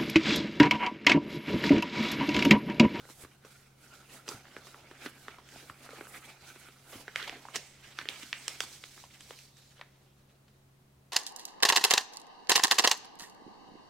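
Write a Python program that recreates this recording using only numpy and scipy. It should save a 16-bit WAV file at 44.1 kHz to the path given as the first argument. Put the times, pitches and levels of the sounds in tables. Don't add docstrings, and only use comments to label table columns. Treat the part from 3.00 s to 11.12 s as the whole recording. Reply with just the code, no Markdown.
import sys
import numpy as np
from scipy import signal
from scipy.fft import rfft, irfft, next_fast_len
from scipy.io import wavfile
from scipy.ndimage import uniform_filter1d, map_coordinates

SR = 44100
rng = np.random.default_rng(int(sys.argv[2]) if len(sys.argv) > 2 else 0)


def persist_wave(psi):
    counts = np.round(np.clip(psi, -1, 1) * 32767).astype(np.int16)
    wavfile.write(sys.argv[1], SR, np.atleast_2d(counts).T)


N = 358091

# (time [s], panel [dB], panel pitch [Hz], flap [dB], flap pitch [Hz], crack [dB], fibres [dB],
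#  time the after-slips take to drop 9 dB [ms])
CREASE_SNAPS = [(0.0533, -30.5, 1710, -31.5, 477, -42.5, -55, 1.5),
                (0.0898, -28.5, 990, -30, 398, -46, -47, 1.6),
                (0.0993, -30, 1110, -25.5, 336, -31, -33, 5.7),
                (0.2363, -32, 1190, -25, 362, -42, -47, 1.3),
                (0.249, -23.5, 1290, -23.5, 308, -44, -38, 1.9),
                (0.4487, -29.5, 860, -24.5, 493, -32, -31.5, 7),
                (1.28, -18.5, 1640, -20.5, 467, -16, -19, 2.6),
                (1.2886, -17.5, 1140, -22, 306, -25, -9, 3.2), (1.315, -24, 960, -19.5, 454, -43, -37, 4.9),
                (1.4543, -28.5, 1650, -47, 400, -46, -49, 2.3),
                (1.5662, -17, 1640, -18.5, 382, -26, -52, 2.3),
                (1.6697, -26, 1290, -32, 370, -29, -28, 3.9), (1.745, -22, 1230, -33, 390, -43, -48, 1.6),
                (1.9127, -25, 1400, -23, 365, -30, -49, 2.9), (2.061, -11, 1600, -12, 277, -14.5, -36, 6),
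                (2.2829, -13.5, 1440, -23.5, 380, -21, -33, 1.4),
                (2.385, -23.5, 940, -33, 327, -36, -52, 3.9), (2.4888, -38, 1920, -44, 367, -27, -30, 3.6),
                (2.56, -25, 744, -27.5, 232, -39, -50, 2.6), (2.6984, -15.5, 1290, -32, 247, -27, -38, 2.9),
                (2.891, -22, 1300, -23.5, 500, -38, -50, 4.2),
                (2.907, -27, 1800, -30, 260, -29.5, -42, 0.5), (2.9327, -38, 724, -19.5, 460, -47, -39, 3),
                (2.9833, -25, 810, -25, 380, -43, -44, 6.2),
                (3.0101, -17.5, 1410, -16.5, 384, -45, -50, 2.1),
                (3.07, -23, 1200, -27.5, 560, -38, -35, 2.2), (3.147, -26, 1680, -51, 346, -31, -40, 0.5),
                (3.56, -30.5, 1310, -28.5, 346, -48, -50, 1.4),
                (3.6859, -26.5, 1430, -31.5, 415, -29.5, -40, 5.5),
                (3.9302, -24, 1270, -25.5, 430, -28, -41, 8.1),
                (3.955, -29, 1250, -22, 270, -27, -30.5, 3.5),
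                (4.0805, -13.5, 1750, -21, 510, -24.5, -56, 4.5),
                (4.1595, -1.5, 2000, -18.5, 620, -7, -15.5, 1.8),
                (4.2276, -21, 1600, -24, 465, -14.5, -33, 1.3),
                (4.277, -15.5, 850, -28, 437, -14, -34.5, 5.9), (4.2959, -9.5, 2180, -22, 430, -17, -48, 1),
                (4.3259, -20, 810, -24.5, 286, -47, -45, 8.6),
                (4.356, -24.5, 1750, -22, 380, -47, -47, 8.6), (4.453, -18.5, 815, -37, 530, -45, -46, 1.9),
                (4.4862, -19, 1170, -35, 270, -54, -46, 1), (4.5477, -14, 1970, -36, 432, -36, -39, 15),
                (4.5587, -9, 2240, -22, 270, -18, -4, 6.6), (4.5628, -14, 2230, -25, 295, -9, -20.5, 3.1),
                (4.9886, -8, 1540, -26.5, 334, -11, -43, 1.5), (5.0138, -15, 1850, -29, 356, -24, -46, 4.2),
                (5.056, -18.5, 1790, -23.5, 367, -27, -43, 1.5),
                (5.0883, -16, 2320, -29, 385, -5, -40, 0.25), (5.232, -36, 1240, -24, 283, -22, -26, 4.4),
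                (5.3297, -3.5, 2220, -29, 396, -24, -53, 1.9),
                (5.4806, -14, 1460, -23, 495, -8.5, -3.5, 1.8),
                (5.605, -6.5, 1460, -18.5, 420, -2.5, -4, 2.3), (5.637, -22, 1260, -27, 330, -30, -42, 2),
                (5.8391, -18.5, 2300, -32, 332, -20, -57, 1.6),
                (5.978, -26.5, 1420, -34, 320, -39, -43, 2.6), (6.0393, -24, 850, -60, 470, -29.5, -37, 2),
                (6.2072, -29, 1760, -36.5, 290, -22.5, -24, 3.2),
                (6.3077, -20.5, 1120, -19.5, 470, -25, -31, 1.9),
                (6.389, -36, 2170, -48, 400, -27.5, -26, 4.6), (6.569, -39, 2000, -50, 400, -41, -32, 2.7),
                (6.7942, -30, 1360, -31, 580, -32, -54, 4),
                (6.813, -16, 1900, -21.5, 764, -23.5, -66.5, 3.2),
                (7.295, -57, 2700, -60, 400, -44, -51, 6.8), (7.481, -42.5, 1590, -55, 308, -39, -57, 5)]
# (time [s], level [dB], pitch [Hz])
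AIR_PUFFS = [(0.236, -63, 81.5), (1.345, -58, 116), (2.576, -70, 118), (2.704, -63, 116),
             (3.962, -62.5, 114), (4.309, -70, 61.9)]
# (frequency [Hz], level per Hz [dB])
FLUTTER_COLOUR = [(120, -26.5), (250, 1.5), (450, -2.5), (800, -1), (8000, -55)]
OPEN_FACE_COLOUR = [(400, -42), (750, -9), (1000, -15), (1300, 0), (1750, -5), (2250, -0.5), (3500, -8),
                    (16000, -52)]
PACKET_COLOUR = [(400, -32), (1000, -11), (1600, -4), (2200, -6.5), (3100, -3), (16000, -47)]
EDGE_COLOUR = [(1200, -21), (2800, -7.5), (4000, -2), (6000, -3), (8500, -8.5), (16000, -17.5)]
SKIN_COLOUR = [(2000, -15), (5000, -5), (8000, 9.5), (11000, 7), (16000, -1.5)]
# (frequency [Hz], likeness [1 = same])
PAPER_ALIKE = [(60, 0.97), (180, 1), (550, 0.99), (1650, 0.8), (4970, 0.31), (15000, 0.2)]
# (frequency [Hz], left over right [dB])
PAPER_BALANCE = [(60, -3), (180, 0.5), (550, -0.5), (1650, -2.0), (4970, -3.0), (15000, -6.5)]
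# (frequency [Hz], rms level [dB])
HUM_TONES = [(64.6, -84), (134.6, -66), (204.6, -77.5), (371.4, -81)]
# (frequency [Hz], level per Hz [dB])
ROOM_COLOUR = [(15, -8.5), (30, -17.5), (70, -4), (110, -6.5), (200, -9), (400, -14), (800, -17.5),
               (2000, -24), (5000, -29), (16000, -33.5)]
# (frequency [Hz], likeness [1 = same])
ROOM_ALIKE = [(60, 1), (180, 0.94), (550, 0.28), (1650, 0.0), (4970, 0.061), (15000, 0.38)]
# (frequency [Hz], time [s])
WALL_FADE = [(300, 0.38), (2000, 0.67), (6000, 0.67), (14000, 0.37)]
# (delay [s], level [dB])
DESK_ECHOES = [(.0072, -27), (0.012, -25)]
# (time [s], share [0 to 1])
FOLDED_SHARE = [(3.7, 0.019), (4.5, 0.78)]
# (peak time [s], rubbing [dB], scraping [dB], swell time [s], fade time [s])
HAND_STROKES = [(0.01, -61.5, -65, .1, 0.092), (.11, -62.5, -56, 0.086, 0.044),
                (0.231, -56, -57, 0.091, 0.037), (0.328, -66.5, -69, 0.12, 0.077),
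                (.455, -61, -65, 0.0087, 0.058), (.52, -61.5, -62.5, 0.12, 0.21),
                (.83, -65, -63.5, 0.055, 0.18), (.95, -58.5, -60, 0.081, 0.18),
                (1.14, -54.5, -56.5, 0.065, 0.096), (1.301, -48.5, -49, 0.032, 0.09),
                (1.47, -58, -68, 0.042, 0.11), (1.57, -59, -61, 0.1, 0.076),
                (1.68, -61.5, -57.5, 0.087, 0.16), (1.95, -58.5, -65, 0.54, 0.081),
                (2.049, -49, -53, 0.064, 0.061), (2.169, -57, -85, .03, 0.027),
                (2.23, -66, -60.5, 0.12, 0.07), (2.29, -56, -61.5, 0.088, 0.16),
                (2.57, -57, -54.5, 0.11, 0.12), (2.7, -61, -66, 0.28, 0.073),
                (2.85, -53.5, -58.5, 0.057, 0.032), (2.96, -53, -59, 0.19, 0.24),
                (3.167, -49.5, -58.5, 0.064, 0.056), (3.255, -51, -58, 0.032, 0.051),
                (3.3, -51, -57.5, 0.039, 0.056), (3.43, -59, -68, 0.016, 0.079),
                (3.49, -54, -55, 0.078, 0.056), (3.64, -59.5, -61.5, 0.61, 0.24),
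                (3.938, -52.5, -54, 0.061, 0.078), (4.01, -56, -55.5, 0.046, 0.037),
                (4.09, -63.5, -93, 0.016, 0.066), (4.166, -43, -50.5, 0.0095, 0.16),
                (4.3, -55.5, -56.5, 0.32, 0.078), (4.5, -59, -61, 0.34, 0.095),
                (4.56, -41, -43.5, 0.022, 0.026), (4.6, -58.5, -59.5, .04, 0.25),
                (4.869, -55.5, -59, 0.084, 0.26), (5.0, -51, -56.5, 0.031, 0.094),
                (5.09, -49, -50.5, 0.0065, 0.19), (5.2, -52, -52, 0.034, 0.17),
                (5.34, -52, -73, 0.036, 0.18), (5.45, -70, -54, 0.28, 0.056), (5.49, -51, -50, 0.019, 0.14),
                (5.62, -52.5, -44.5, 0.022, 0.06), (5.75, -55.5, -51, 0.15, 0.054),
                (5.85, -60, -55, 0.067, 0.15), (5.99, -61.5, -55, 0.11, .15),
                (6.14, -62.5, -61, 0.029, 0.14), (6.23, -70, -57, 0.045, 0.15),
                (6.32, -60, -56.5, 0.1, 0.053), (6.41, -66.5, -55.5, 0.12, 0.12),
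                (6.58, -70, -61.5, 0.034, 0.21), (6.73, -74, -67, 0.081, 0.17),
                (6.81, -68, -71, 0.1, 0.086), (7.03, -74.5, -72.5, 0.19, 0.12),
                (7.2, -75, -74.5, 0.087, 0.064), (7.3, -71, -73, 0.027, 0.091), (7.49, -83, -77, .05, 0.2)]
# (time [s], flutter over rubbing [dB], fingertip hiss over scraping [dB])
GRIP_CHANGES = [(0, -2, -3.5), (.5, -7.5, 0), (1, -4.5, -5.5), (1.5, -1, -4), (2.001, -5.5, -13),
                (2.55, -1.5, -5.5), (3, -5, -6), (3.2, -5.5, -4), (3.7, -9, -3.5), (4, 1.5, 2),
                (4.2, -12.5, -12.5), (4.6, -4, 3), (4.8, -9, -5), (5.1, -12.5, -14), (5.6, -8, -6),
                (6, -8, -8), (6.4, -5, -15), (6.8, -3.5, -12), (7.5, 1.5, -16)]
# (time [s], pitch [Hz])
SPAN_RING = [(0, 1550), (.7, 1490), (1.3, 1320), (1.46, 1630), (1.75, 1320), (1.95, 1600), (2.2, 1600),
             (2.7, 1400), (2.85, 1224), (3.25, 1210), (3.4, 1470), (3.9, 1410), (4.1, 1920), (4.5, 2220),
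             (5.0, 1840), (5.15, 2230), (6.5, 2150), (6.53, 3800), (6.77, 4000), (6.8, 2050), (7, 2000),
             (7.15, 3900)]
# (time [s], left over right [dB])
HAND_DRIFT = [(0, .5), (1, 0), (3.5, -.5), (4.7, -1), (5.3, -0.5), (6.5, 1)]

SLOPE_DB = 12
ROUNDNESS = 1.18
HISS_GROWS, HISS_PIVOT_DB = 1.13, -60.5
RING_DB, RING_OCTAVES = 5, 0.08
CRACK_HZ, CRACK_SCATTER = 3180, 0.06
JOLT = 7
EARLY_DB, EARLY_T60_S = 5, 0.11
TOP_HZ = 15900


def amp(db):
    return 10 ** (np.asarray(db) / 20)


def unit(x):
    return x / np.sqrt(np.mean(x ** 2) + 1e-20)


def along(points, hz):
    f, v = np.transpose(points)
    return np.interp(np.log(hz + 1), np.log(f + 1), v)


def over_time(times, values):
    return np.interp(np.arange(N) / SR, times, values)


def wobble(rate):
    knots = rng.standard_normal(int(N * rate / SR) + 4)
    return map_coordinates(knots, [np.arange(N) * rate / SR])


def filtered(x, response):
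    m = next_fast_len(N + SR // 2)
    return irfft(rfft(x, m) * response(np.fft.rfftfreq(m, 1 / SR)), m)[..., :N]


def mix_angle(alike, hz):
    return np.arccos(np.clip(along(alike, hz), -1, 1)) / 2


def spread(pair, spectrum, alike):
    def response(hz):
        angle = mix_angle(alike, hz)
        return amp(along(spectrum, hz)) * [np.cos(angle), np.sin(angle)]

    mid, side = filtered(pair, response)
    return unit(np.array([mid + side, mid - side]))


def resonance(x, hz, width_hz):
    mode = signal.iirpeak(hz, hz / width_hz, SR)
    rung = signal.lfilter(*mode, signal.lfilter(*mode, x))
    y = signal.lfilter(*signal.butter(2, min(2.7 * hz, .45 * SR), fs=SR), rung)
    return y / np.linalg.norm(y, axis=-1, keepdims=True)


def room_tone():
    t = np.arange(N) / SR
    hum = np.zeros(N)
    for hz, db in HUM_TONES:
        level = np.sqrt(2) * amp(db + 0.3 * wobble(6.1))
        hum += level * np.sin(2 * np.pi * hz * t + 0.57 * wobble(4.2))
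    return hum + amp(-65.5) * spread(rng.standard_normal((2, N)), ROOM_COLOUR, ROOM_ALIKE)


def walls(x):
    out, step = np.zeros((2, N + SR)), SR // 4
    for i in range(0, N, step):
        hz, t, z = signal.stft(rng.standard_normal((2, SR // 2)), SR, nperseg=256)
        angle = mix_angle(PAPER_ALIKE, hz)[:, None]
        mid, side = z[0] * np.cos(angle), z[1] * np.sin(angle)
        late = amp(-60 * t / along(WALL_FADE, hz)[:, None])
        early = amp(EARLY_DB - 60 * t / EARLY_T60_S)
        stereo = np.array([mid + side, mid - side])
        tail = signal.istft(stereo * (late + early), SR, nperseg=256)[1]
        wet = signal.fftconvolve(x[None, i:i + step], tail / np.linalg.norm(tail[0]), axes=1)
        out[:, i + round(.0065 * SR):][:, :wet.shape[1]] += amp(-10.0) * wet
    for delay, db in DESK_ECHOES:
        out[:, round(delay * SR):][:, :N] += amp(db) * x
    return out[:, :N]


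def puffs():
    out, t = np.zeros(N + SR), np.arange(SR // 8) / SR
    for s, db, hz in AIR_PUFFS:
        fade = amp(db + 14.5 - 60 * t / 0.088)
        onset = np.minimum(1, t / 0.0014)
        out[round(s * SR):][:len(t)] += fade * onset * np.sin(2 * np.pi * hz * t)
    return out[:N]


def strokes():
    s, rub_db, scrape_db, swell, fade = np.transpose(HAND_STROKES)[:, :, None]
    t = np.arange(0, N + 64, 64) / SR
    rising, falling = (s - t) / np.maximum(swell, .005), (t - s) / np.maximum(fade, .005)
    shape_db = -SLOPE_DB * np.where(t < s, rising, falling) ** ROUNDNESS
    levels = []
    for peak_db in (rub_db, scrape_db):
        power = np.sum(amp(peak_db + shape_db) ** 2, axis=0)
        levels.append(over_time(t, 10 * np.log10(power + 1e-14)))
    return levels


def friction(spectrum, grain_db, clump_db, patchy_db, ring_db=0):
    grain_size = np.minimum(rng.exponential(size=N), 6)
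    grains = rng.standard_normal((2, N)) * amp(grain_db * grain_size + clump_db * wobble(70))
    hz, t, z = signal.stft(grains, SR, nperseg=384)
    octaves = np.log2((hz[:, None] + 1) / np.interp(t, *np.transpose(SPAN_RING)))
    comes_and_goes = np.interp(t, np.arange(N) / SR, np.clip(1 + 0.6 * wobble(9), 0, 2))
    z = z * amp(ring_db * comes_and_goes * np.exp(-.5 * (octaves / RING_OCTAVES) ** 2))
    field = uniform_filter1d(rng.standard_normal(z.shape[1:]), size=4, axis=0)
    field = uniform_filter1d(field, size=10, axis=1)
    patchy = signal.istft(z * amp(patchy_db * unit(field)), nperseg=384)[1][:, :N]
    return spread(patchy, spectrum, PAPER_ALIKE)


def hands():
    rub_db, scrape_db = strokes()
    grip_s, flutter_db, touch_db = np.transpose(GRIP_CHANGES)
    loose_db, skin_db = over_time(grip_s, flutter_db), over_time(grip_s, touch_db)
    share = np.clip(over_time(*np.transpose(FOLDED_SHARE)), 0, 1)

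    flutter = amp(rub_db + loose_db + 1.5 * wobble(8))
    panels = friction(FLUTTER_COLOUR, grain_db=1, clump_db=1.8, patchy_db=2.2)

    open_faces = friction(OPEN_FACE_COLOUR, grain_db=3.5, clump_db=2.0, patchy_db=3.0, ring_db=RING_DB)
    packet = friction(PACKET_COLOUR, grain_db=3.0, clump_db=4.5, patchy_db=2.5, ring_db=RING_DB)
    faces = np.sqrt(1 - share) * open_faces + np.sqrt(share) * packet

    edges = friction(EDGE_COLOUR, grain_db=2.5, clump_db=1.0, patchy_db=2.0, ring_db=RING_DB)

    hiss_db = HISS_PIVOT_DB + HISS_GROWS * (scrape_db - HISS_PIVOT_DB)
    skin = amp(hiss_db + skin_db + 4.3 * wobble(7))
    hiss = friction(SKIN_COLOUR, grain_db=2.0, clump_db=2.0, patchy_db=0.5)
    muffled = signal.lfilter(*signal.cheby1(3, 4, 8900, fs=SR), hiss)
    fingertips = (1 - share) * hiss + amp(5.0) * share * muffled
    return flutter * panels + amp(rub_db) * faces + amp(scrape_db) * edges + skin * fingertips


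def snaps():
    out, ms = np.zeros((3, N + SR)), np.arange(SR // 20) * 1000 / SR
    for s, panel_db, panel_hz, flap_db, flap_hz, crack_db, fibre_db, length in CREASE_SNAPS:
        crack_hz = CRACK_HZ * np.exp(CRACK_SCATTER * rng.standard_normal())
        common, left, right = rng.standard_normal((3, len(ms)))
        slips = np.array([common + 0.28 * left, common + 0.32 * right, 0.14 * common])
        slips = slips * 0.87 * amp(-9 * ms / max(length, .3))
        slips[:, 0] = 1
        bend = slips.copy()
        bend[:, 0] = JOLT
        panel = resonance(bend, panel_hz, 0.67 * panel_hz)
        flap = resonance(bend.mean(0), flap_hz, 0.59 * flap_hz)
        crack = resonance(slips, crack_hz, 0.66 * crack_hz)
        fibres = resonance(slips, 5100, 4100) + amp(-15.5) * resonance(slips, 12250, 7500)
        snap = amp(panel_db) * panel + amp(flap_db) * flap + amp(crack_db) * crack + amp(fibre_db) * fibres
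        out[:, round((s - .0003) * SR):][:, :len(ms)] += snap
    return amp(-1.5) * out[:, :N]


def scene():
    creases = snaps()
    paper = creases[:2] + walls(creases[2]) + hands()
    halves = [.5, -.5]
    paper = paper * amp(np.outer(halves, over_time(*np.transpose(HAND_DRIFT))))
    shaded = filtered(paper, lambda hz: amp(np.outer(halves, along(PAPER_BALANCE, hz))))
    return shaded + puffs() + room_tone()


def record(dry):
    return filtered(dry, lambda hz: hz < TOP_HZ)


dry = scene()
out = record(dry)
persist_wave(out)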